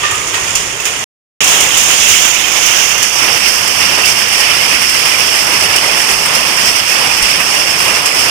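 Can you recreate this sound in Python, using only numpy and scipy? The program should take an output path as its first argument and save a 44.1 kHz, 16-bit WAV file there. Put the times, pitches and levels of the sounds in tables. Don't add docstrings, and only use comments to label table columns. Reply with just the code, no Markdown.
import sys
import numpy as np
from scipy import signal
from scipy.fft import rfft, irfft, next_fast_len
from scipy.io import wavfile
from scipy.ndimage import uniform_filter1d, map_coordinates

SR = 44100
rng = np.random.default_rng(int(sys.argv[2]) if len(sys.argv) > 2 else 0)


def generate_wav(signal):
    frames = np.transpose(np.atleast_2d(signal))
    scaled = np.clip(frames, -1, 1) * 32767
    pcm = np.round(scaled).astype(np.int16)
    wavfile.write(sys.argv[1], SR, pcm)


def boost(x):
    u = np.asarray(x, float) / 20
    return 10 ** u


N = 366023

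# start_s, end_s
PLACES = [
    (0.0, 1.042),
    (1.4055, 8.4),
]


def in_time(rows):
    s, *columns = np.transpose(rows)
    return [np.interp(np.arange(N) / SR, s, c) for c in columns]


def at_hz(points, hz):
    table_hz, values = np.array(points)[:, :2].T
    return np.interp(np.log(hz + 1), np.log(table_hz), values)


def colour(x, spectrum):
    size = 4096
    hz = np.linspace(0, SR / 2, size // 2 + 1)
    log_gain = np.log(boost(at_hz(spectrum, hz)) * np.sqrt(SR / 2))
    fold = np.r_[1, 2 * np.ones(size // 2 - 1), 1, np.zeros(size // 2 - 1)]
    response = irfft(np.exp(rfft(irfft(log_gain) * fold)))
    return signal.fftconvolve(x, response)[:N]


# pitch_hz, likeness (0-1)
LIKENESS = [(30, 0.076), (70, 1), (150, 0.93), (400, 0.88), (800, 0.3), (1200, 0.058), (2000, 0.0)]


def diffuse_pair():
    size = next_fast_len(N)
    alike = np.clip(at_hz(LIKENESS, np.linspace(0, SR / 2, size // 2 + 1)), 0, 1)
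    mid, side = rfft(rng.standard_normal((2, size)))
    pair = np.sqrt(1 + alike) * mid + np.sqrt(1 - alike) * side * [[1], [-1]]
    return irfft(pair / np.sqrt(2), size)[:, :N]


def band(x, low_hz, high_hz):
    return signal.sosfilt(signal.butter(2, [low_hz, high_hz], "band", fs=SR, output="sos"), x)


def dying(clicks, t60):
    return signal.lfilter([1], [1, -boost(-60 / (t60 * SR))], clicks + 1e-18)


def sides(db, lean_db):
    return boost([db + lean_db / 2, db - lean_db / 2])


def burst(start_s, t60, rise_s):
    start = round(start_s * SR)
    t = np.arange(min(round(t60 * SR), N - start)) / SR
    return slice(start, start + len(t)), (1 - np.exp(-t / rise_s)) * boost(-60 * t / t60)


PICK_S = [.5715, .644, .625]
# start_s, peak_db, left_minus_right_db, dull_part_db
TICKS = [(1.4422, -1.5, 2, -7.5), (1.477, -5.5, -9, -9.5), (1.6053, -1, -1.5, -6.5),
         (1.7744, -1.5, -5.5, -7), (2.0867, 0.5, -4, -11.5), (2.2497, -2, -8, 0.5), (2.662, -4, -11.5, -6),
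         (3.027, 1, 2, -14), (3.4828, -5, -12, -11.5), (3.676, -4, -3, -9), (4.0173, -6.5, 4, -8.5),
         (4.0552, -1, -6.5, -16), (4.184, -6, -2, -3.5), (4.3266, -7, 0, -1), (4.3799, -13, -6.5, 0),
         (4.5013, -8, 5, 3.5), (4.817, -6, -4.5, 1), (4.8928, -3.5, 3.5, -4), (5.0534, -4.5, 2.5, 2),
         (5.7608, 0.5, 3, -6), (6.2572, -4, 6.5, 2), (6.334, -8, -1.5, -2), (6.3505, -2.5, -4, -9),
         (6.5929, -7, 2.5, 0), (6.681, -15, -5.5, 10), (6.761, -4.5, -4, -0.5), (7.1741, -10.5, 5, 2),
         (7.225, -5, 10, -15), (8.058, -0.5, 5, -14), (8.1888, -6, 6, -7.5)]
# start_s, peak_db, left_minus_right_db, dull_part_db
FIRST_TICKS = [
    (0.1116, -8, 4, 0),
    (0.3421, -11.5, 1, 7),
    (0.5531, -3, 2, -22.5),
    (0.621, -23, 0.5, -7.5),
    (0.7806, -24.5, -3.5, -4),
    (0.8016, -16, -1, -5),
    (0.8545, -5.5, 1.5, -8),
    (0.9592, -25.5, -3, 7),
]
# start_s, peak_db, left_minus_right_db, dull_part_db
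STRAYS = [(1.5494, -2, 0, -0.5), (1.5794, -4.5, 1, -1), (1.7194, -6, 1, -4), (1.8294, -3, 0.5, -1),
          (1.9094, -4.5, 1, 0), (2.2794, -4, 0.5, 0.5), (2.4794, -1, 1, -2.5), (2.5194, -2.5, 1, -1),
          (2.61, -4, 1, -5), (2.7094, -4, 1, 0.5), (2.9494, -4.5, 0, -3), (2.9794, -5, 1, -1.5),
          (3.3294, -5.5, 0.5, 0.5), (3.6094, -4, 1, -1.5), (3.7494, -7, 2, -0.5), (4.2494, -7.5, 1.5, 0.5),
          (4.4794, -3.5, 1, -1), (4.6594, -5, 1.5, -1.5), (5.0694, -4.5, 1, 0), (5.4094, -4, 0.5, -0.5),
          (5.5994, -4, 1.5, -1), (5.7094, -5, 1, -1), (5.9808, -4, 1, -2), (6.0894, -6, 1, 0),
          (6.2294, -6.5, 1, 1), (6.3094, -7, 0, 0.5), (6.5094, -6.5, 0.5, 1.5), (6.6094, -6, 1, -1.5),
          (7.0294, -7.5, 1, 1.5), (7.1394, -7.5, 1, 0.5), (7.3966, -7, 2.5, -1.5), (7.5093, -4, 1.5, 0),
          (7.7594, -6.5, 1, 2), (7.8421, -3, 1, 0.5), (7.9244, -5, 1.5, -2), (8.0194, -6, 2, -0.5),
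          (8.1394, -6.5, 1.5, -3)]
# into_pick_s, peak_db, left_minus_right_db, dull_part_db
PICK_TICKS = [
    [(.055, -15, -1.5, 3.5), (.122, -11.5, -1, -1.5), (.185, -17.5, -3.5, 3.5), (.282, -11, 0.5, -8.5),
     (.375, -10, 0.5, 5.5), (.425, -13.5, -2, 1.5), (.49, -19, 1, 4), (.545, -12, -3.5, 0)],
    [(.152, -14.5, 0, -1), (.22, -22.5, -4, -8.5), (.317, -11, -7.5, 0), (.456, -15.5, 5, 0)],
    [(.035, -16.5, 4.5, -12.5), (.078, -22, 2.5, 5), (.132, -27, -0.5, 5.5), (.235, -16.5, 0.5, 6),
     (.35, -16, -4, 2.5), (.53, -20, 0.5, 0)],
]


def all_ticks():
    hard = np.array([row[0] for row in TICKS])
    rows = FIRST_TICKS + TICKS
    rows = rows + [(s, db - 7.5, lean_db, dull_db) for s, db, lean_db, dull_db in STRAYS]
    takes_over_s = 0.02
    for pick, contacts in zip(PICK_S, PICK_TICKS):
        for into, db, lean_db, dull_db in contacts:
            for s in into + pick * np.arange(16):
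                if PLACES[1][0] < s < N / SR and min(abs(hard - s)) > takes_over_s:
                    rows.append((s, db, lean_db, dull_db))
    return rows


def ticks():
    bright, dull = np.zeros((2, 2, N))
    t = np.arange(round(.3 * SR)) / SR
    volley = np.exp(-((t - .006) / np.where(t < .006, .0022, .007)) ** 2)
    smear = boost(-3.0) * (1 - np.exp(-(t / 0.012) ** 2)) * boost(-60 * t / 0.32)
    for s, db, lean_db, dull_db in all_ticks():
        start = round((s - .005) * SR)
        shape = sides(db + 5.5, lean_db)[:, None] * (volley + smear)[:N - start]
        bright[:, start:start + len(t)] += shape
        dull[:, start:start + len(t)] += boost(dull_db + 0.5) * shape
    noise = diffuse_pair()
    return bright * band(noise, 4500, 19000) + dull * band(noise, 900, 4640)


# start_s, peak_db, left_minus_right_db, low_weight_db
FIRST_BLOWS = [
    (0.033, -1, -5, -25),
    (0.3506, -10.5, 2, -17),
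    (0.5522, -5.5, -14, -25.5),
    (0.798, -18, -7, -9.5),
    (0.8532, -6, -13, -12.5),
]
# start_s, peak_db, left_minus_right_db, low_weight_db
BLOWS = [(1.4036, -1, -12, -10), (1.517, -5, -1.5, -23), (1.899, 2.5, -9.5, -21.5),
         (2.0042, -3.5, -15, -29), (2.2233, -6, -5.5, -28), (2.557, -2, -8, -22.5), (2.6094, -4, -5.5, -23),
         (2.782, -4, -8, -8), (3.175, -4, -6, -20), (3.2925, -11, -11, -12), (3.4518, -7, -10.5, -28.5),
         (3.8075, 3.5, -7, -18), (3.9747, -5.5, -5, -3), (4.0614, -8, -12, -20), (4.364, -4.5, -8, -22),
         (4.505, -8, -14, -27.5), (4.713, -2.5, -13.5, -25.5), (4.9437, -13.5, -14.5, -26),
         (5.5306, 1.5, -7.5, -17), (5.634, -9, -7.5, -3), (5.706, -10, 0, -34), (5.83, -9, -8, -7),
         (6.569, -3.5, -19.5, -14), (6.6448, -6.5, -12, -20.5), (6.788, -3, -10, -17.5),
         (6.9474, -1, -16, -16), (7.111, -4.5, -18, -22), (7.237, -2, -9, -28.5), (7.537, -3.5, -8, -8),
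         (8.058, -6.5, -8, -26)]


def blows():
    contact, body, parts = np.zeros((3, 2, N))
    rows = FIRST_BLOWS + BLOWS
    chance = rng.random((len(rows), 2, 10))
    for (s, db, lean_db, low_db), (pitch, phase) in zip(rows, chance):
        gain = sides(db + 6.5, lean_db + 11.0)[:, None]
        at, shape = burst(s, 0.031, rise_s=0.0014)
        contact[:, at] += gain * shape
        at, shape = burst(s, 0.12, rise_s=0.008)
        body[:, at] += gain * boost(low_db + 14.5) * shape
        at, shape = burst(s, 0.12, rise_s=.003)
        turns = np.outer(np.arange(len(shape)) / SR, 900 * 4.0 ** pitch)
        port_phase = phase * [[[1]], [[3]]]
        ringing = np.sin(2 * np.pi * (turns + port_phase)).sum(axis=2)
        parts[:, at] += gain * boost(-20.5) * shape * ringing
    wash = dying(contact, 0.42) * boost(-50.0) * band(diffuse_pair(), 1100, 4500)
    return wash + body * band(diffuse_pair(), 180, 880) + parts


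# start_s, peak_db, left_minus_right_db
LANDINGS = [(.798, -15, -2), (.8525, -6.5, -1), (.872, -9, 1), (1.7744, -6, -3.5), (3.4825, -4.5, -4.5),
            (4.0552, -4, -4.5), (4.327, -6, -4), (4.352, -9, -4), (4.381, -8, 0), (4.502, -7, 0),
            (4.82, -7, -3), (5.056, -6, 2), (6.594, -7, 0), (6.76, -7, -3), (7.8, -7, 0), (3.027, -6, 0),
            (2.088, -6, -3), (4.893, -1.5, -0.5), (4.942, -3, -3.5), (5.7608, -0.5, 0), (6.3505, -5, 0.5),
            (6.785, -6, -3), (7.225, -2, 2.5), (7.3532, -6.5, -4), (8.0586, -2, 2.5)]


def landings():
    crack = np.zeros((2, N))
    for s, db, lean_db in LANDINGS:
        at, shape = burst(s, .06, rise_s=.0012)
        crack[:, at] += sides(db + 7.5, lean_db)[:, None] * shape
    noise = diffuse_pair()
    return crack * (band(noise, 9000, 18000) * boost(3.5) + band(noise, 1800, 9000))


# start_s, pitch_hz, peak_db, t60_s, left_minus_right_db
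CLANKS = [(0.03, 1167, -14, 0.28, -5.5), (0.033, 1840, -17, 0.38, -11), (.032, 2570, -21, 0.34, -12),
          (.034, 3470, -26, .3, -10), (.034, 2900, -26.5, .2, -6.5), (.35, 2520, -20, .2, -8),
          (.35, 3240, -21, .15, -8), (.545, 3300, -19.5, .12, -7.5), (.04, 1190, -29, .9, -6),
          (.04, 1833, -30, .9, -7), (.04, 2600, -26, .5, -8), (.035, 1450, -24, .1, -6),
          (0.034, 513, -28, .2, -2.5), (.082, 1800, -21.5, .25, 4.5), (0.117, 1214, -21, 0.64, -3.5),
          (.11, 1720, -25, 0.48, -11.5), (.2, 9900, -25, .2, 8.5), (.33, 1560, -25.5, .15, 3.5),
          (.345, 1894, -21.5, .3, -9), (0.374, 1060, -23.5, .3, 1), (.484, 1420, -21.5, 0.16, 4.5),
          (.553, 2720, -19.5, .2, -5), (0.796, 2650, -17.5, .08, -14), (.853, 2800, -23, .2, 0.5),
          (.862, 2450, -18.5, 0.21, -8)]


def clanks():
    out = np.zeros((2, N))
    chance = rng.random((len(CLANKS), 3, 3))
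    for (s, hz, db, t60, lean_db), (spread, left, right) in zip(CLANKS, chance):
        at, shape = burst(s, t60, rise_s=0.0026)
        tones_hz = hz + 50 * (spread + [-1.5, -.5, .5])
        turns = np.outer(np.arange(len(shape)) / SR, tones_hz)
        phase = np.array([left, right])[:, None]
        beats = np.sin(2 * np.pi * (turns + phase)) @ boost(np.array([-5., 0., -4.]))
        out[:, at] += sides(db, lean_db)[:, None] * shape * beats
    return out


# start_s, peak_db, left_minus_right_db
THUMPS = [
    (.553, -22.5, -5),
    (2.11, -29.5, -5.5),
    (7.222, -17.5, 9.5),
]


def thumps():
    out = np.zeros((2, N))
    for s, db, lean_db in THUMPS:
        at, shape = burst(s, 0.11, rise_s=.004)
        swing = np.sin(2 * np.pi * 45 * np.arange(len(shape)) / SR)
        out[:, at] += sides(db, lean_db)[:, None] * shape * swing
    return out


def ring(x, hz, t60):
    r, w = boost(-60 / (t60 * SR)), 2 * np.pi * hz / SR
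    return signal.lfilter([0, np.sin(w)], [1, -2 * r * np.cos(w), r * r], x + 1e-18)


def rattle(per_s, cycles):
    sizes = boost(2.56 * np.minimum(rng.exponential(1, (2, N)), 4))
    clicks = sizes * (rng.random((2, N)) < per_s / SR)
    pitches = np.geomspace(700, 15500, 80) * rng.uniform(.99, 1.01, 80)
    dealt = rng.choice(80, (2, N), p=pitches / pitches.sum())
    out = 0
    for k, hz in enumerate(pitches):
        out = out + np.sqrt(hz) * ring(clicks * (dealt == k), hz, cycles / hz)
    return out / np.std(out)


def wander(per_s):
    knots = rng.standard_normal(200)
    return map_coordinates(knots, [np.arange(N) / SR * 2 * per_s], order=3)


# start_s, level_db, brightness_db
NEARNESS = [
    [(0.0, 1, 1), (0.07, 2.5, 1.5), (0.32, 0, -0.5), (0.36, 2, 1.5), (0.55, 1, 1), (0.82, -1.5, 0),
     (0.89, 0, 1.5)],
    [(1.41, -0.5, -1), (2.16, 0.5, 1), (2.39, -0.5, 0), (3.8, 0.5, -1), (4.4, 0.5, 1), (4.92, -0.5, 0.5),
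     (5.1, 0, 0), (5.7, 1, -1), (6.3, 0, -1.5), (6.85, -0.5, 0), (7.6, 0, -1), (8.3, 0.5, -1.5)],
]
# floor_db, frames_db, gears_db, wires_db
PART_DB = [
    [2, -3.5, -9, -9.5],
    [2, 2, 1, -0.34],
]
# floor, frames, gears, wires (dB per dB)
PART_BRIGHT = [-0.81, -1.16, 0.74, 0.95]
# into_pick_s, level_db
LOAD = [
    [(0.01, -0.26), (.06, 1), (.1, -0.06), (.19, 0.5), (.24, 0.2), (.32, 0.04), (.4, 1.8), (.46, 0.9),
     (.5, 1.25)],
    [(0.01, 0), (.11, 0.2), (.16, 0.5), (.23, 1.9), (.28, 0.3), (.34, 0.54), (.41, -0.64), (.46, 0.76),
     (.55, 0.3)],
    [(0.01, -0.3), (.08, 1.4), (.14, 1.6), (.2, 1.5), (.28, 0.5), (.35, 0.44), (.43, -0.1), (.49, 0.6),
     (.55, -0.5)],
]
# floor, frames, gears, wires (dB per dB)
LOAD_SHARE = [
    [.4, 0.81, 0.99, 1.35],
    [.2, 0.33, 1.4, 1.7],
    [0.56, 0.86, 1.4, 0.77],
]


def part_levels():
    t = np.arange(N) / SR
    second = t > PLACES[0][1]
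    level_db, bright_db = in_time(np.vstack(NEARNESS))
    loads = np.array([np.interp(t, *np.transpose(rows), period=pick) for rows, pick in zip(LOAD, PICK_S)])
    chance = [db * wander(per_s=5.0) for db in [1.6, 0.84, 0.49, 1.1]]
    near = np.transpose(PART_DB)[:, second * 1] + level_db + np.outer(PART_BRIGHT, bright_db)
    return near + second * (np.transpose(LOAD_SHARE) @ loads) + chance


ROAR_EDGES_HZ = [250, 1500, 4000]
# pitch_hz, level_db
FIRST_PLACE = [(40, -2), (110, 1), (230, -5.5), (400, 3.5), (700, 0), (1500, 4), (1900, 5.5), (3000, 0),
               (10000, 0.5), (13000, -3)]


def roar():
    edges = [20, *ROAR_EDGES_HZ, 18000]
    levels = part_levels()
    contacts = boost(1.7 * np.minimum(rng.exponential(1, N), 4)) * (rng.random(N) < 90 / SR)
    flutter = dying(contacts, 0.061)
    clinks = rattle(per_s=1500, cycles=133)
    out = 0
    for k, (depth, clink_db) in enumerate([(0.0, -38.5), (.03, -11.5), (.08, -3), (.15, -5)]):
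        swell = boost(levels[k]) * (1 + depth * flutter) / (1 + 4.15 * depth)
        out = out + swell * band(0.89 * diffuse_pair() + boost(clink_db) * clinks, edges[k], edges[k + 1])
    first = np.arange(N) / SR < PLACES[0][1]
    return np.array([np.where(first, colour(x, FIRST_PLACE) / np.sqrt(SR / 2), x) for x in out])


# centre_s, depth_db
LULLS = [(1.47, 0.5), (1.97, 2.5), (2.19, 1), (2.35, 1.5), (2.45, 0), (3.11, 2), (3.26, 1), (3.4, 2.5),
         (3.87, 1), (3.95, 1), (4.04, 1.5), (4.15, 2), (4.44, 1.5), (4.87, 1.5), (5.17, 1), (5.31, 1),
         (5.38, 1), (5.68, 2), (5.8, 2.5), (5.89, 1.5), (6.15, 1.5), (6.43, 2), (6.73, 2), (6.89, -0.5),
         (7.06, 0), (7.46, -1), (7.57, 1), (7.65, 3.5), (7.94, 2.5), (8.23, 0.5)]


def lulls():
    t, db = np.arange(0, N, 32) / SR, 0
    for s, depth_db in LULLS:
        db = db - depth_db * np.exp(-((t - s) / 0.02) ** 2)
    return boost(np.interp(np.arange(N) / SR, t, db))


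# start_s, left_minus_right_db
AIM = [(0.0, -7.5), (1.04, -7), (1.41, -7.5), (1.74, -7.5), (2.04, -11), (2.33, -13), (3.08, -13),
       (3.42, -12), (5.17, -10.5), (6.38, -9.7), (8.3, -10)]
# start_s, cupping of the right port (0-1)
GRIP = [(0, 0.01), (2.1, 0.12), (2.4, 0.17), (2.8, 0.4), (3.0, 0.5), (3.2, 0.8), (3.6, 0.9), (5.0, 0.97),
        (8.3, 1.0)]
# pitch_hz, level_db (per Hz)
LEFT_PORT = [(40, -69), (100, -58.5), (250, -61), (1000, -54.5), (1600, -58.5), (2900, -55), (3900, -59.5),
             (5300, -53), (6000, -57), (7600, -56), (8600, -50), (10500, -61.5), (14000, -70.5),
             (15000, -70)]
RIGHT_OPEN = [(60, -58.5), (250, -58.5), (1200, -50.5), (1600, -52.5), (2900, -41), (3400, -44.5),
              (4150, -53), (5200, -43.5), (6400, -41), (7100, -38), (8000, -55), (10000, -57),
              (14000, -61.5), (14800, -55)]
RIGHT_CUPPED = [(60, -61), (250, -59), (1200, -50), (1600, -51), (2750, -43), (3300, -49), (3900, -59),
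                (4850, -43), (5300, -37.5), (6100, -48), (7500, -57), (10000, -57), (14000, -62.5),
                (15000, -62.5)]


def ports(air):
    aim_db, = in_time(AIM)
    cupped = np.clip(in_time(GRIP)[0], 0, 1)
    left = boost(aim_db + 10) * colour(air[0], LEFT_PORT)
    right = 0
    for stage in np.linspace(0, 1, 5):
        shape = (1 - stage) * np.array(RIGHT_OPEN) + stage * np.array(RIGHT_CUPPED)
        right = right + np.clip(1 - 4 * abs(cupped - stage), 0, 1) * colour(air[1], shape)
    return np.array([left, right])


def scene():
    looms = lulls() * (roar() + ticks()) + blows() + landings()
    return ports(looms) + clanks() + thumps()


# pitch_hz, step_db
STEPS = [
    [(300, -20), (1500, -13), (3000, -7), (4000, -1), (6000, -4), (8500, -3), (11000, 2), (14000, 3)],
    [(300, -20), (1500, -15), (3000, -10), (4000, -6), (6000, -7), (7500, -2), (11000, -1), (14000, 0)],
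]


def camera_rounding(x):
    hop, lead = 1024, 1024 - 146
    n, k = np.arange(2 * hop) + .5, np.arange(hop) + .5
    window = np.sin(np.pi * n / 2 / hop)[:, None]
    basis = window * np.cos(np.pi / hop * np.outer(n + hop / 2, k)) * np.sqrt(2 / hop)
    halves = np.pad(x, [(0, 0), (lead, 3 * hop - (x.shape[1] + lead) % hop)]).reshape(2, -1, hop)
    lines = np.concatenate([halves[:, :-1], halves[:, 1:]], axis=2) @ basis
    around = uniform_filter1d(uniform_filter1d(lines ** 2, size=120, axis=2), size=3, axis=1)
    own, shared = np.split(rng.standard_normal((3, lines.shape[1], hop // 8)), [2])
    luck = np.repeat(uniform_filter1d(own + shared, size=2, axis=1), 8, axis=2)
    step_db = np.array([at_hz(side, k * SR / 2 / hop) for side in STEPS])[:, None] + 4.5 * luck
    step = boost(step_db) * np.sqrt(abs(around) + 1e-16)
    rounded = np.sign(lines) * step * np.floor(abs(lines / step) + .42)
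    frames = rounded @ basis.T
    return (frames[:, 1:, :hop] + frames[:, :-1, hop:]).reshape(2, -1)[:, lead:lead + N]


def band_limit(x):
    return signal.sosfilt(signal.butter(12, 15610, fs=SR, output="sos"), x)


CUTOFF_HZ = [15420, 15800]


def record(dry):
    filters = [signal.cheby2(20, 50, hz, fs=SR, output="sos") for hz in CUTOFF_HZ]
    top = np.array([signal.sosfilt(sos, x) for sos, x in zip(filters, dry)])
    t = np.arange(N) / SR
    running = sum((t >= a) & (t < b) for a, b in PLACES)
    kept = camera_rounding(np.pad(top, [(0, 0), (1024, 0)], "reflect"))
    mix = np.clip(kept * running, -1, 1)
    return band_limit(mix)


dry = scene()
out = record(dry)
generate_wav(out)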